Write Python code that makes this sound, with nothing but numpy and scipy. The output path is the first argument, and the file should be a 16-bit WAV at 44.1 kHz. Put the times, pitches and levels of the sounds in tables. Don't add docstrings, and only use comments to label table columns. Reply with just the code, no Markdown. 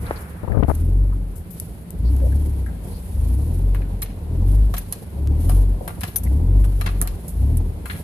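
import sys
import numpy as np
from scipy import signal
from scipy.fft import rfft, irfft
from scipy.io import wavfile

SR = 44100
rng = np.random.default_rng(int(sys.argv[2]) if len(sys.argv) > 2 else 0)


def wrap_up_sound(samples):
    columns = np.atleast_2d(samples).T
    tamed = np.clip(columns, -1, 1)
    steps = np.round(tamed * 32767).astype(np.int16)
    wavfile.write(sys.argv[1], SR, steps)


N = 354123
TIME = np.arange(N) / SR
EQ_HZ = np.linspace(0, SR / 2, 2 ** 10 + 1)
INSIDE_S = .75
UPPER_FLUTTER = .33

# (press [s], climb [s], hold [s], one bank's pulse rate at the press [Hz],
# at the top [Hz], load [dB], extra fade after the lift [dB/s])
THROTTLE_PUSHES = [(-0.31, 0.18, 0.16, 35, 37.33, -22, 45), (0.618, 0.4, 0.21, 35.56, 47.7, -19, 27),
                   (1.92, 0.25, 0.031, 24.02, 33.13, -18, -17), (2.204, 0.21, 0.046, 30.15, 36.6, -16.5, 1),
                   (3.033, 0.69, 0.48, 20.81, 47.31, -21, 16),
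                   (4.191, 0.43, 0.024, 36.86, 51.25, -18.5, 46),
                   (5.111, 0.16, 0.012, 34.76, 35.1, -14.5, -2),
                   (5.274, .32, 0.13, 35.24, 47.4, -16.5, 109), (6.166, 0.43, 0.22, 27.53, 49.01, -17, 25),
                   (6.779, 0.082, 0.26, 45.64, 46.46, -18.5, 74),
                   (7.281, 0.31, 0.019, 24.47, 41.31, -17, 36)]
# (frequency [Hz], gain [dB])
CABIN_EQ = [(24, -38), (32, -21), (37, -9), (42, -2.5), (49, 5), (62, 9.5), (75, 5), (97, 1), (130, -6),
            (195, -18.5), (248, -9), (300, -13), (420, -27)]
# (frequency [Hz], level [dB])
GROWL_EQ = [(45, -35), (62, -28), (92, -25), (120, -27), (165, -26), (200, -32), (245, -26), (295, -26),
            (335, -31), (390, -35), (560, -44)]
# (frequency [Hz], level [dB])
ROAR_EQ = [(30, -21), (50, 0), (95, 4.5), (135, -9.5), (166, 2.5), (215, -7), (290, -15), (400, -12),
           (600, -17.5), (1000, -23), (1300, -40.5), (6000, -49)]
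# (frequency [Hz], left-right likeness [ratio, capped at 1])
STEREO_LIKENESS = [(110, 4.5), (140, 0.83), (300, 1), (600, .5), (1500, -0.22), (10000, 0.09)]
# (frequency [Hz], left minus right [dB])
STEREO_LEAN = [(100, -1.5), (1400, 1), (2200, 2), (4400, 8.5), (6300, 0.5), (8200, -5.5), (10200, -11),
               (12000, 3.5), (14000, 5)]
# (frequency [Hz], level [dB])
AIR_EQ = [(500, 9.5), (1200, -2.5), (2100, 6), (3200, 2.5), (4400, -0.5), (6000, -8), (9000, 0.5),
          (12000, 5.5), (14500, -11.5)]
# (frequency [Hz], level [dB])
HISS_EQ = [(2500, -11), (6000, -13.5), (8000, -10), (9300, -6.5), (10500, 0.5), (12000, -1.5),
           (13200, -6.5), (14500, -12.5)]
# (start [s], length [s], level [dB])
HISS_SWISHES = [(-0.04, 0.25, -49.5), (0.664, 0.045, -46), (1.532, 0.098, -48.5), (2.083, 0.42, -50.5),
                (2.82, 0.73, -50), (4.442, 0.05, -48.5), (4.688, 0.31, -53), (5.376, 0.17, -46),
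                (5.797, 0.52, -52.5), (6.548, 1, -54), (7.858, 0.1, -43.5)]
# (frequency [Hz], level [dB])
OPEN_AIR_EQ = [(200, -25), (450, 2), (900, -0.5), (1400, 1), (2300, -7.5), (3600, -23.5), (7000, -30)]
# (time [s], level [dB])
OPEN_AIR_FADE = [(0, -50.5), (.08, -37), (.18, -40.5), (.3, -46.5), (.5, -48), (.72, -49), (.85, -57)]
# (frequency [Hz], level [dB])
BUFFET_EQ = [(30, -19), (70, 11), (150, -0.5), (300, -7), (600, -9.5), (1200, -22.5), (2200, -47),
             (4500, -87)]
# (time [s], level [dB], length [s], tilt [dB/octave])
EDDY_HITS = [(0.43, -30.5, 0.025, -1.5), (0.476, -23.5, 0.011, -0.5), (0.492, -24, 0.053, -3.5),
             (0.542, -23.5, 0.024, 1), (0.569, -14.5, 0.013, -2), (0.584, -18, 0.029, -4.5),
             (0.626, -17.5, 0.0068, 2.5), (0.633, -19.5, 0.019, -5), (0.681, -18, 0.012, 1),
             (0.696, -18, 0.0098, 5.5), (0.709, -22, 0.0086, 5)]
# (start [s], length [s], level [dB], centre [Hz])
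SCRAPE_CUES = [(0.052, 0.039, -52, 3900), (0.146, 0.043, -51, 4370), (1.119, 0.024, -47.5, 1120),
               (2.027, 0.095, -56, 4460), (2.2, 0.1, -35, 538), (2.316, .025, -49.5, 1680),
               (2.888, .13, -58.5, 4450), (6.258, 0.024, -46, 2040)]
# (time [s], body [dB], centre [Hz], spread [octaves], snap [dB])
KNOCK_HITS = [(0.109, -26.5, 605, 0.64, -64), (0.519, -43, 1830, 0.1, -51), (0.634, -42, 1980, 0.39, -70),
              (2.662, -46.5, 1640, 0.19, -46.5), (3.746, -42.5, 1505, 0.55, -40.5),
              (3.818, -51, 1810, 0.47, -53), (4.022, -39, 2350, 0.64, -35), (4.739, -35, 1134, 0.84, -31.5),
              (4.767, -40, 1850, 1.3, -37), (4.926, -41.5, 2400, 1.8, -49), (5.493, -35, 800, 0.54, -28.5),
              (5.517, -49, 840, 0.88, -38), (5.808, -36, 520, 0.36, -62), (5.877, -36.5, 990, 0.74, -34),
              (6.012, -44, 1550, 0.79, -35), (6.033, -33, 1250, 0.89, -29), (6.079, -49.5, 3600, 0.52, -44),
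              (6.642, -44.5, 908, 0.82, -38), (6.811, -34.5, 1290, 0.84, -33),
              (6.861, -32, 1457, 0.78, -34.5), (7.014, -37.5, 1113, 0.61, -42),
              (7.074, -43, 1790, 1.2, -54), (7.856, -39.5, 1298, 0.58, -36),
              (7.898, -34.5, 1868, 0.46, -56)]
# (frequency [Hz], width [Hz], boost [dB])
PANEL_PEAKS = [(727, 70, 9), (1160, 70, 6), (1670, 90, 4), (4125, 130, 9)]
# (time [s],
# level [dB], ring pitch [Hz], left minus right [dB], ring over crack [dB], chatter t60 [s])
CLINK_AND_RUSTLE_CUES = [(0.75, -19.5, 9400, -4, -8, 0.027), (1.355, -31, 11750, 12, -8, 0.18),
                         (1.503, -29, 12600, 16, 3, 0.18), (1.5995, -11, 10520, 2.5, -9, 0.007),
                         (1.9056, -24.5, 11100, 14.5, -15, 0.0053), (2.164, -25, 10580, 4, -9, 0.013),
                         (4.0184, -11.5, 10940, -3, -3, 0.037), (4.028, -10.5, 11900, 1, 5, 0.029),
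                         (4.78, -10, 11900, 1, 9, .04), (4.9245, -6.5, 10400, -2, -21, 0.024),
                         (5.8778, -15, 11900, -3, 3, 0.017), (6.0083, -17, 9860, 3.5, -6, 0.023),
                         (6.073, -23, 12900, 4, 1, 0.11), (6.159, -1.5, 11710, 5.5, 13, 0.04),
                         (6.18, -16, 12300, 6, -8, .04), (6.234, -17, 11360, 1, -2, 0.061),
                         (7.0151, -2.5, 12430, -7, -20, 0.0064), (7.022, -9, 10800, 2, -9, 0.04),
                         (7.074, -13, 11500, -5, -9, 0.014), (7.279, -17, 11900, -3, -27, 0.11),
                         (7.5705, -18, 10570, -7, -4, 0.029)]
# (multiple of ring pitch [ratio], level [dB], t60 [s])
RING_MODES = [(.53, -16, .04), (.82, -6, .045), (.917, -6, .035), (1, 0, .036), (1.035, -2, .036),
              (1.13, -2, .025)]


def amp(db):
    return 10 ** (np.asarray(db) / 20)


def unit_rms(x):
    return x / np.sqrt(np.mean(x ** 2) + 1e-20)


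def curve_at(points, hz):
    f, value = np.transpose(points)
    return np.interp(np.log(hz + 1), np.log(f), value)


def since(s):
    return np.maximum(TIME - s, 0)


def glide(s, length, skew):
    return np.sin(np.pi / 2 * np.minimum(since(s) / max(length, 1 / SR), 1) ** skew) ** 2


def place(mix, s, sound, pan_db=0):
    part = mix[:, max(round(s * SR), 0):][:, :sound.shape[1]]
    part += (sound * amp([[pan_db / 2], [-pan_db / 2]]))[:, :part.shape[1]]


def wander(rate_hz, size=4096):
    hz = np.fft.rfftfreq(size, N / SR / size)
    slow = unit_rms(irfft(rfft(rng.standard_normal(size)) * (hz < rate_hz) * (hz > 0), size))
    return np.interp(TIME, np.linspace(0, N / SR, size), slow)


def noise_bed(spectrum):
    hz = np.fft.rfftfreq(N, 1 / SR)
    common, separate = rfft(rng.standard_normal((2, N)))
    likeness = np.clip(curve_at(STEREO_LIKENESS, hz), -1, 1)
    lean = amp(curve_at(STEREO_LEAN, hz) / 2)
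    right = likeness * common + np.sqrt(1 - likeness ** 2) * separate
    stereo = np.array([common * lean, right / lean])
    return unit_rms(irfft(stereo * amp(curve_at(spectrum, hz)), N))


def equalise(x, gain_db):
    log_gain = np.log(amp(np.r_[gain_db, gain_db[-2:0:-1]]))
    taps = np.fft.ifft(np.exp(np.conj(signal.hilbert(log_gain)))).real
    return signal.fftconvolve(x, taps[None], axes=1)[:, :x.shape[1]]


def throttle(sag_hz_per_s=10.4, attack_s=.19, ease_db_per_s=32, coast_db=-45.5):
    pulse_hz, load = np.zeros(N), np.full(N, amp(coast_db))
    troughs = [(row[0], row[3]) for row in THROTTLE_PUSHES[1:]] + [(8.15, 25)]
    for row, (next_s, next_hz) in zip(THROTTLE_PUSHES, troughs):
        press, climb, hold, low_hz, top_hz, db, drop = row
        crest, lift = press + climb, press + climb + hold
        sag_hz = sag_hz_per_s * (since(crest) - since(lift))
        driven = low_hz + (top_hz - low_hz) * glide(press, climb, skew=1.06) - sag_hz
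        revs = driven + (next_hz - driven) * glide(lift, next_s - lift, skew=.78)
        pulse_hz = np.where(TIME >= press, revs, pulse_hz)
        attack = np.minimum(since(press) / attack_s, 1)
        load = np.maximum(load, attack * amp(db - ease_db_per_s * since(crest) - drop * since(lift)))
    return pulse_hz, load


def boom(angle, pulse_hz, fall_db=6.5, bite_db=2):
    out = np.zeros(N)
    pulling = np.tanh(np.gradient(pulse_hz) * SR / 20)
    for k in range(1, 10):
        gain = amp(curve_at(CABIN_EQ, k * pulse_hz) - (fall_db - bite_db * pulling) * np.log2(k))
        flutter = 1 + UPPER_FLUTTER * wander(13) if k > 2 else amp(1.3 * wander(28))
        out += gain * flutter * np.cos(k * angle + 2 * np.pi * rng.random())
    return out


def growl(angle, pulse_hz, revs_db_per_octave=3, width_radians_per_hz=.0037):
    out = np.zeros((2, N))
    for k in range(4, 39):
        hz = k * pulse_hz / 3
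        phase = k * angle / 3 + 2 * np.pi * rng.random()
        apart = width_radians_per_hz * hz * rng.standard_normal() / 2
        flutter = 1 + UPPER_FLUTTER * wander(8)
        out += amp(curve_at(GROWL_EQ, hz)) * flutter * np.cos([phase + apart, phase - apart])
    return out * amp(revs_db_per_octave * np.log2(pulse_hz / pulse_hz.mean()))


def roar(load, lumps_db=2.5, dull_hz=300, coast_db=-33.5, load_db=-30.5):
    full = noise_bed(ROAR_EQ)
    dull = signal.sosfilt(signal.butter(1, dull_hz, fs=SR, output="sos"), full)
    muffle_db = np.interp(TIME, [2.04, 2.05], [-7, 0])
    brightness = (.66 + 1.715 * load) * amp(muffle_db)
    level = amp(coast_db) + amp(load_db) * load
    return (dull + brightness * (full - dull)) * level * amp(lumps_db * wander(25))


def engine(wobble=.004, throb=.04, boom_db=3):
    pulse_hz, load = throttle()
    angle = 2 * np.pi * np.cumsum(pulse_hz * (1 + wobble * wander(12))) / SR
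    exhaust = load * (amp(boom_db) * boom(angle, pulse_hz) + growl(angle, pulse_hz))
    firings = 1 + throb * np.cos(2 * angle)
    return exhaust * amp([[.6], [-.6]]) + roar(load) * firings


def hiss(floor_db=-61, attack_s=.03, fade_db_per_s=75, flicker_db=2, gain_db=2):
    power = amp(floor_db) ** 2
    for s, length, db in HISS_SWISHES:
        swish = np.minimum(since(s) / attack_s, 1) * amp(db - fade_db_per_s * since(s + length))
        power = power + swish ** 2
    air_db = np.interp(TIME, [1.3, 2.0], [-58, -55])
    air = noise_bed(AIR_EQ) * amp(air_db + wander(7.4))
    return air + noise_bed(HISS_EQ) * np.sqrt(power) * amp(gain_db + flicker_db * wander(33))


def wind(gust_db=-3.5):
    out = noise_bed(OPEN_AIR_EQ) * amp(np.interp(TIME, *np.transpose(OPEN_AIR_FADE)))
    for s, db, length, tilt in EDDY_HITS:
        tone_db = curve_at(BUFFET_EQ, EQ_HZ) + tilt * np.log2(1 + EQ_HZ / 200)
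        puff = equalise(rng.standard_normal((2, SR // 5)), tone_db)[:, -round(length * SR):]
        puff = unit_rms(puff / puff.std(axis=1, keepdims=True))
        place(out, s, amp(db + gust_db) * puff * signal.windows.tukey(puff.shape[1], .3), pan_db=24)
    return out


def scrapes(slope_db_per_octave=48, grain_db=4):
    out, size = np.zeros((2, N)), SR // 4
    for s, length, db, centre_hz in SCRAPE_CUES:
        grains = amp(grain_db * rng.standard_normal(size)[np.arange(size) // 100])
        slips = rng.standard_normal((2, size)) * grains
        tone_db = np.maximum(-slope_db_per_octave * abs(np.log2((EQ_HZ + 1) / centre_hz)), -70)
        rub = equalise(slips, tone_db)[:, -round(length * SR):]
        place(out, s, amp(db) * unit_rms(rub * signal.windows.hann(rub.shape[1])), pan_db=3)
    return out


def chatter(t, t60, tail_db, tail_t60, grain_db=5, rebounds_per_s=70, rebound_db=7):
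    force = np.clip(rng.standard_normal(len(t)), -2, 2)
    force[:2] = 1.2
    impacts = unit_rms(amp(grain_db * force)[np.arange(len(t)) // 20])
    stereo = rng.standard_normal((2, len(t))) + .25 * rng.standard_normal(len(t))
    attack = 1 - np.exp(-t / (t60 / 70))
    blow, tail = amp(-60 * t / t60), amp(tail_db - 60 * t / tail_t60)
    bounces = rng.random(len(t)) < rebounds_per_s / SR
    bounce_gain = amp(tail_db + rebound_db - 60 * t / (tail_t60 / 2))
    rebounds = signal.fftconvolve(bounces * bounce_gain, blow)[:len(t)]
    return stereo * attack * (impacts * (blow + rebounds) + tail)


def ripple(depth_db, bins):
    return depth_db * unit_rms(np.convolve(rng.standard_normal(len(EQ_HZ)), np.hanning(bins), "same"))


def knocks(t60=.044, cabin_db=-19, body_db=2, snap_db=-5):
    out, t, onset = np.zeros((2, N)), np.arange(SR // 3) / SR, slice(SR // 40)
    panels_db = sum(db / (1 + (2 * (EQ_HZ - hz) / width) ** 2) for hz, width, db in PANEL_PEAKS)
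    for s, db, centre_hz, spread, treble_db in KNOCK_HITS:
        inside = s > INSIDE_S
        contact = chatter(t, t60 if inside else t60 / 4.3, cabin_db if inside else -np.inf, tail_t60=.52)
        octaves = np.log2((EQ_HZ + 30) / centre_hz) / max(spread, .15)
        tone_db = np.maximum(inside * panels_db - 3 * abs(octaves) ** 1.74, -70)
        body = equalise(contact, tone_db + ripple(2.53, bins=7))
        snap = chatter(t, t60, tail_db=-17, tail_t60=.35)
        snap = equalise(snap, curve_at(HISS_EQ, EQ_HZ) + ripple(4, bins=25))
        body *= amp(db + body_db) / body[:, onset].std()
        snap *= amp(treble_db + snap_db) / snap[:, onset].std()
        place(out, s, body + snap, pan_db=3)
    return out


def clinks_and_rustles(gain_db=-16.5, thin_hz=7500):
    out, t = np.zeros((2, N)), np.arange(SR // 4) / SR
    thin_db = 10 * np.clip(np.log2((EQ_HZ + 1) / thin_hz), -2, 0)
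    for s, db, ring_hz, pan_db, ring_db, t60 in CLINK_AND_RUSTLE_CUES:
        contact = chatter(t, t60, tail_db=-24, tail_t60=.15)
        crack = equalise(contact, curve_at(HISS_EQ, EQ_HZ) + thin_db + ripple(.5, bins=17))
        modes = sum(amp(mode_db - 60 * t / mode_t60) * np.sin(2 * np.pi * ratio * ring_hz * t)
                    for ratio, mode_db, mode_t60 in RING_MODES)
        ring = signal.fftconvolve(contact, modes[None], axes=1)[:, :len(t)]
        sound = unit_rms(crack) + amp(ring_db) * unit_rms(ring)
        place(out, s, sound * amp(db + gain_db) / sound[:, :SR // 100].std(), pan_db)
    return out


def scene():
    return engine() + hiss() + wind() + scrapes() + knocks() + clinks_and_rustles()


def record(dry, low_cut_hz=32, high_cut_hz=14350):
    thinned = signal.sosfilt(signal.butter(5, low_cut_hz, "highpass", fs=SR, output="sos"), dry)
    high_cut = signal.firwin(255, high_cut_hz, window=("kaiser", 8), fs=SR)
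    return signal.oaconvolve(thinned, high_cut[None], "same")


dry = scene()
out = record(dry)
wrap_up_sound(out)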